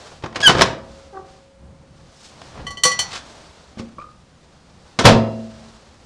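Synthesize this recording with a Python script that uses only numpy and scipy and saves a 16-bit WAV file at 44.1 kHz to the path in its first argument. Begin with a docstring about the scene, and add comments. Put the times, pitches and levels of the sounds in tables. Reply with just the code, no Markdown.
"""A garage bench with a microwave oven on it, close to a hand-held camera. The latch clicks, squeals and lets
the door spring open; the hinge groans, a hand makes the glass turntable clink, a foot steps back, and the door
is slammed. Knocks are bursts of noise plus ringing tones, squeaks are sliding tones with overtones, and cloth,
handling and the quiet room are coloured noise. The loudest blows overload the microphone."""
import sys
import numpy as np
from scipy import signal
from scipy.fft import rfft, irfft, next_fast_len
from scipy.io import wavfile
from scipy.ndimage import uniform_filter1d

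SR = 44100
rng = np.random.default_rng(int(sys.argv[2]) if len(sys.argv) > 2 else 0)


def to_wav(s):
    """Save 16-bit WAV."""
    ch = np.atleast_2d(s).T  # columns
    pcm = np.round(np.clip(ch, -1, 1) * 32767)  # PCM
    wavfile.write(sys.argv[1], SR, pcm.astype(np.int16))


N = 266937
TIME = np.arange(N) / SR  # seconds
RING = TIME[:int(1.5 * SR)]  # time axis of one ringing sound, seconds
RELEASE_S = .619  # the latch hook snaps free

# The many close-packed tones of the oven case, as the colour of a noise.
# Each row: frequency in Hz, relative strength in dB per Hz.
CASE_COLOUR = [(30, -11.5), (80, -7), (160, -1), (330, -2.5), (600, 1), (1080, 2), (1700, -2.5),
               (2400, -4.5), (3600, -4.5), (5300, -8), (7000, -14.5), (10000, -26), (15000, -24.5)]


def undb(db):
    """Turn decibels into a gain."""
    return 10 ** (np.asarray(db) / 20)


def at_hz(table, hz):
    """Read a table of (Hz, value) rows at any frequency, on a logarithmic pitch axis."""
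    table_hz, value = np.transpose(table)
    return np.interp(np.log(hz + 1e-9), np.log(table_hz), value)


def colour(x, spectrum, tilt_db=0):
    """Filter by a spectrum, made brighter or duller by a tilt in dB per octave around 1 kHz."""
    hz = np.fft.rfftfreq(len(x), 1 / SR)
    octaves = np.log2(np.clip(hz, 400, 8000) / 1000)  # the tilt stops at 400 and 8000 Hz
    gain = undb(at_hz(spectrum, hz) + tilt_db * octaves)
    return irfft(rfft(x) * gain, len(x))


def noise(spectrum, tilt_db=0, size=N):
    """Make coloured noise with an rms level of 1."""
    x = colour(rng.standard_normal(size), spectrum, tilt_db)
    return x / x.std()


def long_noise(spectrum, tilt_db=0):
    """Make coloured noise as long as the scene, at a length that filters quickly."""
    return noise(spectrum, tilt_db, size=next_fast_len(N))[:N]


def walk(rate):
    """Wander at random with a spread of 1, taking a new value about `rate` times a second."""
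    step = int(SR / rate)
    x = np.repeat(rng.standard_normal(N // step + 1), step)
    x = uniform_filter1d(x, step)[:N]
    return x / x.std()


def fade(t60):
    """Die away freely, by 60 dB in t60 seconds."""
    return np.exp(-np.log(1000) * RING / max(t60, 1e-3))


def swell(s, rise, fall):
    """Grow to a gain of 1 at time s and die away again."""
    pace = np.where(TIME < s, rise, fall)
    return np.exp(-np.abs(TIME - s) / np.maximum(pace, 1e-4))


def add(track, s, sound):
    """Mix a sound in at time s."""
    i = int(s * SR)
    track[i:i + len(sound)] += sound[:N - i]


def mode_rings(modes):
    """Ring each natural tone (Hz, dB, t60) of a struck object as a decaying sine."""
    return np.array([undb(db) * fade(t60) * np.sin(2 * np.pi * hz * RING) for hz, db, t60 in modes])


def alternating(count):
    """Give neighbouring tones opposite signs, the same at every blow."""
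    return (-1) ** np.arange(count)


def tail():
    """Blur a knock into the smooth echo of case and garage, with energy 1; the treble dies soonest."""
    # How long the echo lasts. Each row: frequency in Hz, t60 in seconds.
    echo_times = [(60, 0.5), (250, .6), (700, .55), (1500, 0.41), (4000, 0.32), (10000, .26)]
    hz = np.fft.rfftfreq(len(RING), 1 / SR)
    white = rfft(rng.standard_normal(len(RING)))
    centres, t60s = np.transpose(echo_times)
    echo = np.zeros(len(RING))
    for row, t60 in zip(np.eye(len(centres)), t60s):
        share = at_hz(np.c_[centres, row], hz)  # overlapping bands that add up to 1
        echo += irfft(white * share, len(RING)) * fade(t60)
    echo = echo * (1 - np.exp(-RING / 0.00093))  # soft start
    return echo / np.linalg.norm(echo)


def garage(x, wet_db):
    """Add the echo of case and garage to the direct sound."""
    return x + undb(wet_db) * signal.fftconvolve(x, tail())[:N]


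def door():
    """Crack the plastic and ring the steel at every contact, as latch and door open and slam."""
    # Sheet-steel panels and oven cavity. Each row: frequency in Hz, relative level in dB, t60 in seconds.
    panel_modes = [(111, -14, .75), (223, -14, 1.0), (227, -19, .9), (246, -22, .75), (280, -27, .6),
                   (353, -21, .7), (373, -24, .7), (436, -18, .55), (491, -20, .7), (506, -11, .3),
                   (529, -23, .7), (548, -19, .7), (582, -16, .3), (653, -19, .9), (697, -24, .75),
                   (764, -15, .3), (915, -24, .55), (2772, -39, .9), (4027, -45, .9), (5001, -46, .9)]
    panels = undb(-2) * alternating(len(panel_modes)) @ mode_rings(panel_modes)
    click_cracks, click_rings = clicks(panels)
    blow_cracks, blow_rings = blows(panels)
    rings = click_rings + blow_rings + bench_jolts() + hook_and_spring()
    return garage(click_cracks + blow_cracks, wet_db=-10.5) + rings


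def blows(panels):
    """Let heavy contacts scrape in, crack, thud in the hollow case, ring the panels and rattle."""
    # The latch gives, the door springs out and jumps, the hook snaps free; the hooks meet the case,
    # the door slams home. Each row: start in seconds, level in dB, brightness in dB per octave,
    # t60 of the crack in seconds, panel ring, thud and rattle in dB relative to the level,
    # rise of the scrape before it in seconds.
    heavy_blows = [(.479, -8.5, 1, .09, -14.5, -20, -12, .003),
                   (.493, -8, -1, .14, -17.5, -15.5, -14.5, .001),
                   (.551, -14, -4.5, .09, -6.5, -12, -10, .002),
                   (.619, -1.5, 0.5, .055, -19.5, -27, -15.5, .021),
                   (4.989, -10.5, 0.5, .1, -3, -9, -8, .0002), (5.053, 2, -1, 0.17, 3.5, -8, -7.5, .005)]
    cracks, rings = np.zeros(N), np.zeros(N)
    grain = undb(4 * walk(300))
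    scrape = undb(-9) * grain * long_noise(CASE_COLOUR, tilt_db=-1.5)  # the hook sliding up to a blow
    for s, db, tilt_db, t60, ring_db, thud_db, rattle_db, rise in heavy_blows:
        cracks += undb(db) * swell(s, rise, 0) * scrape
        add(cracks, s, crack(db, tilt_db, t60))
        add(cracks, s, crack(db + thud_db, tilt_db=-11.5, t60=0.34, rise=.004))
        add(rings, s, undb(db + ring_db) * panels)
        for knock_s, knock_db, knock_tilt_db in rebounds(s, db + rattle_db, tilt_db):
            add(cracks, knock_s, crack(knock_db, knock_tilt_db, t60=.07, size=8192))
    return cracks, rings


def crack(db, tilt_db, t60, rise=.0003, size=16384):
    """Set the close-packed tones of the case going with one contact: a quickly fading noise."""
    envelope = fade(t60) * (1 - np.exp(-RING / rise))
    return undb(db) * noise(CASE_COLOUR, tilt_db, size=size) * envelope[:size]


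def rebounds(s, db, tilt_db, count=9):
    """Rattle the door after a blow: uneven, ever weaker and duller knocks (s, dB, brightness)."""
    gap_s, gap_spread, scatter_db = .018, .2, 1.0  # the spread is in gaps
    weaken_db_per_s, dull_db_per_s = -140, -56  # the second one changes the brightness
    chance = rng.standard_normal((count, 2))
    late = gap_s * np.maximum(np.arange(1, count + 1) + gap_spread * chance[:, 0], 0)
    return [(s + t, db + weaken_db_per_s * t + scatter_db * luck, tilt_db + dull_db_per_s * t)
            for t, luck in zip(late, chance[:, 1])]


def clicks(panels):
    """Knock the case lightly, so that it cracks softly and rings the panels a little."""
    # Knocks from button, lever and fingers, dull late knocks of the opened door, and the glass plate
    # landing. Each row: start in seconds, level in dB, brightness in dB per octave, t60 in seconds.
    light_knocks = [(.114, -38, -4.5, 0.078), (.222, -36, -1.5, 0.064), (.236, -15.5, -5, 0.059),
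                    (.259, -21, -3.5, 0.043), (.325, -32.5, -3, 0.052), (0.346, -32, -.5, .07),
                    (.357, -14, -1, 0.062), (.386, -29, -4.5, 0.096), (.403, -16.5, 0.5, .045),
                    (.414, -18.5, 5, .035), (.432, -16.5, 2.5, 0.044), (.674, -20.5, -11, 0.043),
                    (.732, -26.5, -12.5, 0.045), (2.416, -30, 0.5, .025), (2.852, -19, -3.5, .06),
                    (4.022, -37, 1, .01)]
    cracks, rings = np.zeros(N), np.zeros(N)
    for s, db, tilt_db, t60 in light_knocks:
        add(cracks, s, crack(db, tilt_db, t60, rise=0.041 * t60))
        add(rings, s, undb(db - 13) * panels)
    return cracks, rings


def bench_jolts():
    """Rock the whole oven on the bench, which answers with low ringing tones."""
    # Each row: start in seconds, level in dB.
    jolts = [(.474, -21.5), (.553, -16), (.598, -19), (5.048, -9), (5.122, -9), (5.147, -9.5)]
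    # The bench's own tones. Each row: frequency in Hz, relative level in dB, t60 in seconds.
    bench_modes = [(62.4, -8.5, .27), (112.1, -6.5, 0.042), (129.4, -6, 0.21), (186, -9, .16)]
    out, bench = np.zeros(N), mode_rings(bench_modes).sum(axis=0)
    for s, db in jolts:
        add(out, s, undb(db) * bench)
    return out


def hook_and_spring(spring_db=-42, spring_hz=544, spring_t60=5.0):
    """Ring the latch hook as it snaps back, and let the door spring sing on after the release."""
    # The latch hook. Each row: frequency in Hz, relative level in dB, t60 in seconds.
    hook_modes = [(1076, -9, 0.08), (3400, -11.5, 0.065), (5340, -7, 0.055)]
    out = np.zeros(N)
    add(out, RELEASE_S, undb(-1) * mode_rings(hook_modes).sum(axis=0))
    spring_gain = undb(spring_db - 60 * TIME / spring_t60)
    add(out, RELEASE_S, spring_gain * np.sin(2 * np.pi * spring_hz * TIME))
    return out


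def turntable(place_db=3, rock_db=1.2):
    """Knock glass on its rollers at changing spots; each contact drives its own range of tones."""
    # The glass plate. Each row: frequency in Hz, relative level in dB, t60 in seconds if left undamped.
    glass_modes = [(506, -17, .27), (786, -22, .12), (1134, -15, .46), (1969, -17, .42), (1989, -24, .25),
                   (2385, -42, .3), (3388, -30, .2), (4222, -21, .25), (4395, -20, .32), (4545, -22.5, .25),
                   (5548, -25, .25), (5811, -25, .45), (6121, -23, .25), (6800, -29, .12), (7030, -25, .22),
                   (7370, -33, .2), (8016, -26, .13), (8690, -25, .13), (9060, -35, .12), (9665, -33, .13),
                   (9970, -29, .16), (10470, -28, .12), (11600, -28, .1), (12090, -24, .15),
                   (12400, -30, .14), (13400, -24, .1)]
    # The plastic roller ring under it. Each row: frequency in Hz, relative level in dB, t60 in seconds.
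    roller_modes = [(2950, -7, .08), (3060, 0, .12), (3125, -5, .08)]
    # The plate rocks. Each row: start in seconds, glass level in dB, lowest pitch driven in Hz,
    # brightness in dB per octave, t60 of the contact's damping in seconds, roller level in dB.
    clinks = [(2.667, -13, 1400, -3.5, 0.29, -25), (2.705, -19, 700, 0, .4, -38.5),
              (2.771, -18.5, 2000, -4, 0.93, -27.5), (2.835, 6, 1660, 3, 0.15, -12.5),
              (2.851, 3, 400, 2, 2.5, -40), (2.915, -9, 1300, 0, 0.32, -26),
              (2.990, 0.5, 2550, 0.5, .7, -15)]
    ringing, ticks = np.zeros(N), np.zeros(N)
    hz = np.array(glass_modes)[:, 0]
    # each tone wavers as the plate rocks
    waver = np.array([walk(81)[:len(RING)] for _ in hz])
    glass = mode_rings(glass_modes) * undb(rock_db * waver)
    rollers = mode_rings(roller_modes).sum(axis=0)
    contact = 1 - np.exp(-RING / 0.0014)  # soft start
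    spots = rng.random((len(clinks), len(hz))) - .5  # where the plate is touched
    for (s, db, lowest_hz, tilt_db, t60, rollers_db), spot in zip(clinks, spots):
        high_pass = 1 / np.hypot(1, (lowest_hz / hz) ** 3)
        strength = undb(db + tilt_db * np.log2(hz / 3000) + place_db * spot)
        drive = alternating(len(hz)) * high_pass * strength
        add(ringing, s, contact * (drive @ glass * fade(t60) + undb(rollers_db) * rollers))
        tick = noise(CASE_COLOUR, tilt_db=0.5 + tilt_db, size=len(RING))
        add(ticks, s, undb(db - 24) * contact * fade(0.094) * tick)
    return ringing + garage(ticks, wet_db=-2.5)


def squeaks():
    """Drag the latch hook over its catch, groan the hinge, and judder a sole turning on the floor."""
    # Each row: start in seconds, attack in seconds, time to the peak in seconds, peak level in dB,
    # swell in dB per second, release in dB per second, first pitch in Hz, last pitch in Hz,
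    # middle of the slide in seconds after the start, slide time in seconds.
    slips = [(.424, .008, 0.05, -7.5, 190, 430, 1661, 1494, .040, 0.0089),
             (1.122, .01, 0.048, -31, 325, 202, 408, 384.7, 0.016, 0.0089),
             (3.979, 0.0083, 0.013, -33, 18, 171.5, 1110, 1240, 0.0201, .028)]
    # Overtones of the latch. Each row: multiple of the pitch, relative level in dB.
    latch_tones = [(1, 0.5), (2, -2.5), (3, -9), (4, -12), (5, -24.5), (6, -26)]
    # Overtones of the hinge. Each row: multiple of the pitch, relative level in dB.
    hinge_tones = [(1, -1.5), (2, -3.5), (3, -8), (4, -18.5), (5, -28)]
    # Overtones of the sole. Each row: multiple of the pitch, relative level in dB.
    shoe_tones = [(1, -2.5), (2, -9)]
    latch = squeak(slips[0], latch_tones, jitter=0.008, flutter_db=1.1, edge=.15, rasp_db=-17.5, body_db=14)
    hinge = squeak(slips[1], hinge_tones, jitter=0.014, flutter_db=3.0, edge=.05, rasp_db=-29)
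    shoe = squeak(slips[2], shoe_tones, jitter=0.0259, flutter_db=4.5, edge=1.6, rasp_db=-23.5, chatter=0.46)
    return garage(latch, wet_db=-19.5) + garage(hinge, wet_db=-10.0) + garage(shoe, wet_db=-13)


def squeak(event, tones, jitter, flutter_db, edge, rasp_db, chatter=0, chatter_hz=67,
           body_db=0, body_hz=3020, body_width_hz=110):
    """Stick and slip: a raspy tone swells, slides in pitch and lets go; force brings out overtones."""
    start, attack, to_peak, db, swell_db, release_db, first_hz, last_hz, middle, slide = event
    age = TIME - start
    slid = (1 + np.tanh((age - middle) / slide)) / 2  # from 0 to 1
    hz = (first_hz + (last_hz - first_hz) * slid) * (1 + jitter * walk(900))  # unsteady slips
    phase = 2 * np.pi * np.cumsum(hz) / SR
    slope_db = np.where(age < to_peak, swell_db, release_db)
    force = np.clip(age / attack, 0, 1) * undb(db - np.abs(age - to_peak) * slope_db)
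    force = force * (1 - chatter * np.cos(2 * np.pi * chatter_hz * age))
    press = force / force.max()
    tone = np.zeros(N)
    for k, tone_db in tones:
        # only hard rubbing wakes the resonance
        boost_db = np.sqrt(press) * body_db / (1 + ((k * hz - body_hz) / body_width_hz) ** 2)
        gain = undb(tone_db + boost_db + flutter_db * np.sqrt(k) * walk(300))
        tone += gain * press ** (edge * np.log2(k)) * np.sin(k * phase)
    return force * (tone + undb(rasp_db) * long_noise(CASE_COLOUR, tilt_db=2.5))


def body():
    """Hear the person move: footfalls and brushes, with the echo of the garage."""
    return garage(footfalls() + scuffs(), wet_db=-9.5)


def footfalls():
    """Ring the floor's low tones softly under each step."""
    # Each row: start in seconds, level in dB.
    steps = [(2.573, -39), (3.773, -30), (3.798, -23.5)]
    # The floor underfoot. Each row: frequency in Hz, relative level in dB, t60 in seconds.
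    floor_modes = [(120, -21, 0.33), (205, -7, 0.076), (229, -3.5, 0.21), (275, -8, 0.053),
                   (362, -11.5, 0.087), (531, -15.5, .18), (586, -27.5, .18)]
    out, thud = np.zeros(N), mode_rings(floor_modes).sum(axis=0)
    for s, db in steps:
        add(out, s, undb(db) * thud)
    return out


def scuffs():
    """Brush cloth and sole along a surface, and thud dully under the step: swelling, grainy noise."""
    # Each row: peak time in seconds, rise in seconds, fall in seconds, level in dB,
    # brightness in dB per octave.
    scuff_rows = [(2.25, 0.075, 0.051, -45.5, 8), (2.60, 0.065, 0.053, -39.5, -4),
                  (3.164, 0.06, 0.022, -29.5, 2.5), (3.774, .0005, 0.014, -39.5, -3.5),
                  (3.794, 0.0083, 0.014, -35, 1.5), (3.801, 0.0041, 0.0265, -36.5, -18),
                  (3.988, 0.0071, 0.013, -42, -13)]
    out, grain = np.zeros(N), undb(2 * walk(210))
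    for s, rise, fall, db, tilt_db in scuff_rows:
        out += undb(db) * swell(s, rise, fall) * grain * long_noise(CASE_COLOUR, tilt_db)
    return out


def sleeves():
    """Rub the sleeve as the arm moves: grainy cloth noise, one swell for each stroke."""
    # Each row: peak time in seconds, rise in seconds, fall in seconds, relative level in dB.
    strokes = [(.06, 0.33, 0.15, -44), (.98, 0.25, 0.2, -50.5), (1.29, 0.033, .17, -53),
               (1.969, .05, .2, -61.5), (2.479, 0.34, .25, -48), (3.289, 0.13, 0.44, -46.5),
               (4.462, 0.099, .1, -63.5), (4.92, 0.17, 0.08, -57), (5.661, 1, 0.45, -50.5),
               (6.04, 0.036, .1, -55)]
    # Colour of rubbed cloth. Each row: frequency in Hz, relative strength in dB.
    cloth_colour = [(200, 4.5), (600, 10), (1200, 6), (2300, -1), (4400, 1.5), (6000, -2), (7500, -6),
                    (10000, -13.5), (14000, -12)]
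    power = sum((undb(db) * swell(s, rise, fall)) ** 2 for s, rise, fall, db in strokes)
    return np.sqrt(power) * undb(2.5 + 0.87 * walk(80)) * long_noise(cloth_colour)


def handling():
    """Rumble the camera in the hand: a wavering low noise that grows as the camera is swung."""
    # Swings of the camera. Each row: peak time in seconds, level in dB.
    swing_peaks = [(.85, -45), (1.65, -43), (2.61, -37), (3.098, -44)]
    # Colour of the rumble. Each row: frequency in Hz, relative strength in dB.
    rumble_colour = [(20, -6.5), (45, -2.5), (72, 3), (100, -6.5), (150, -2), (250, -10.5), (400, -19),
                     (900, -22), (3000, -49)]
    swings = sum(undb(db) * swell(s, rise=0.054, fall=0.12) for s, db in swing_peaks)
    steady = undb(-52 + 2 * walk(6.6))
    return np.hypot(steady, swings) * long_noise(rumble_colour)


def room_air():
    """Hiss faintly and steadily, as a quiet room does."""
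    # Colour of the room's air. Each row: frequency in Hz, relative strength in dB.
    air_colour = [(120, -32), (200, -1), (432, -13.5), (543, -0.5), (609, -18.5), (979, -12),
                  (10000, -27.5), (13000, -63), (22000, -120)]
    return undb(-59) * long_noise(air_colour)


def scene():
    """Bring everything together at the one microphone."""
    return (door() + turntable() + squeaks() + body() + sleeves() + handling() + room_air())[None]


def record(dry):
    """Dull the top and clip at full scale in the microphone; dull and cut the treble in the recorder."""
    # What the microphone passes. Each row: frequency in Hz, gain in dB.
    microphone_gain = [(20, -4), (45, -1.5), (62, 2), (110, 2), (9000, 0.5), (10200, -3.5), (11000, -14),
                       (13000, -13), (14000, -38), (20000, -61)]
    # What the recorder passes. Each row: frequency in Hz, gain in dB.
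    recorder_gain = [(10000, -0.5), (12000, -5), (16000, -17)]
    clipped = np.clip(colour(dry[0], microphone_gain), -1, 1)
    low_pass = signal.ellip(8, .1, 70, 16000, fs=SR, output="sos")  # steep cut at 16 kHz
    return signal.sosfilt(low_pass, colour(clipped, recorder_gain))[None]


dry = scene()
out = record(dry)
to_wav(out)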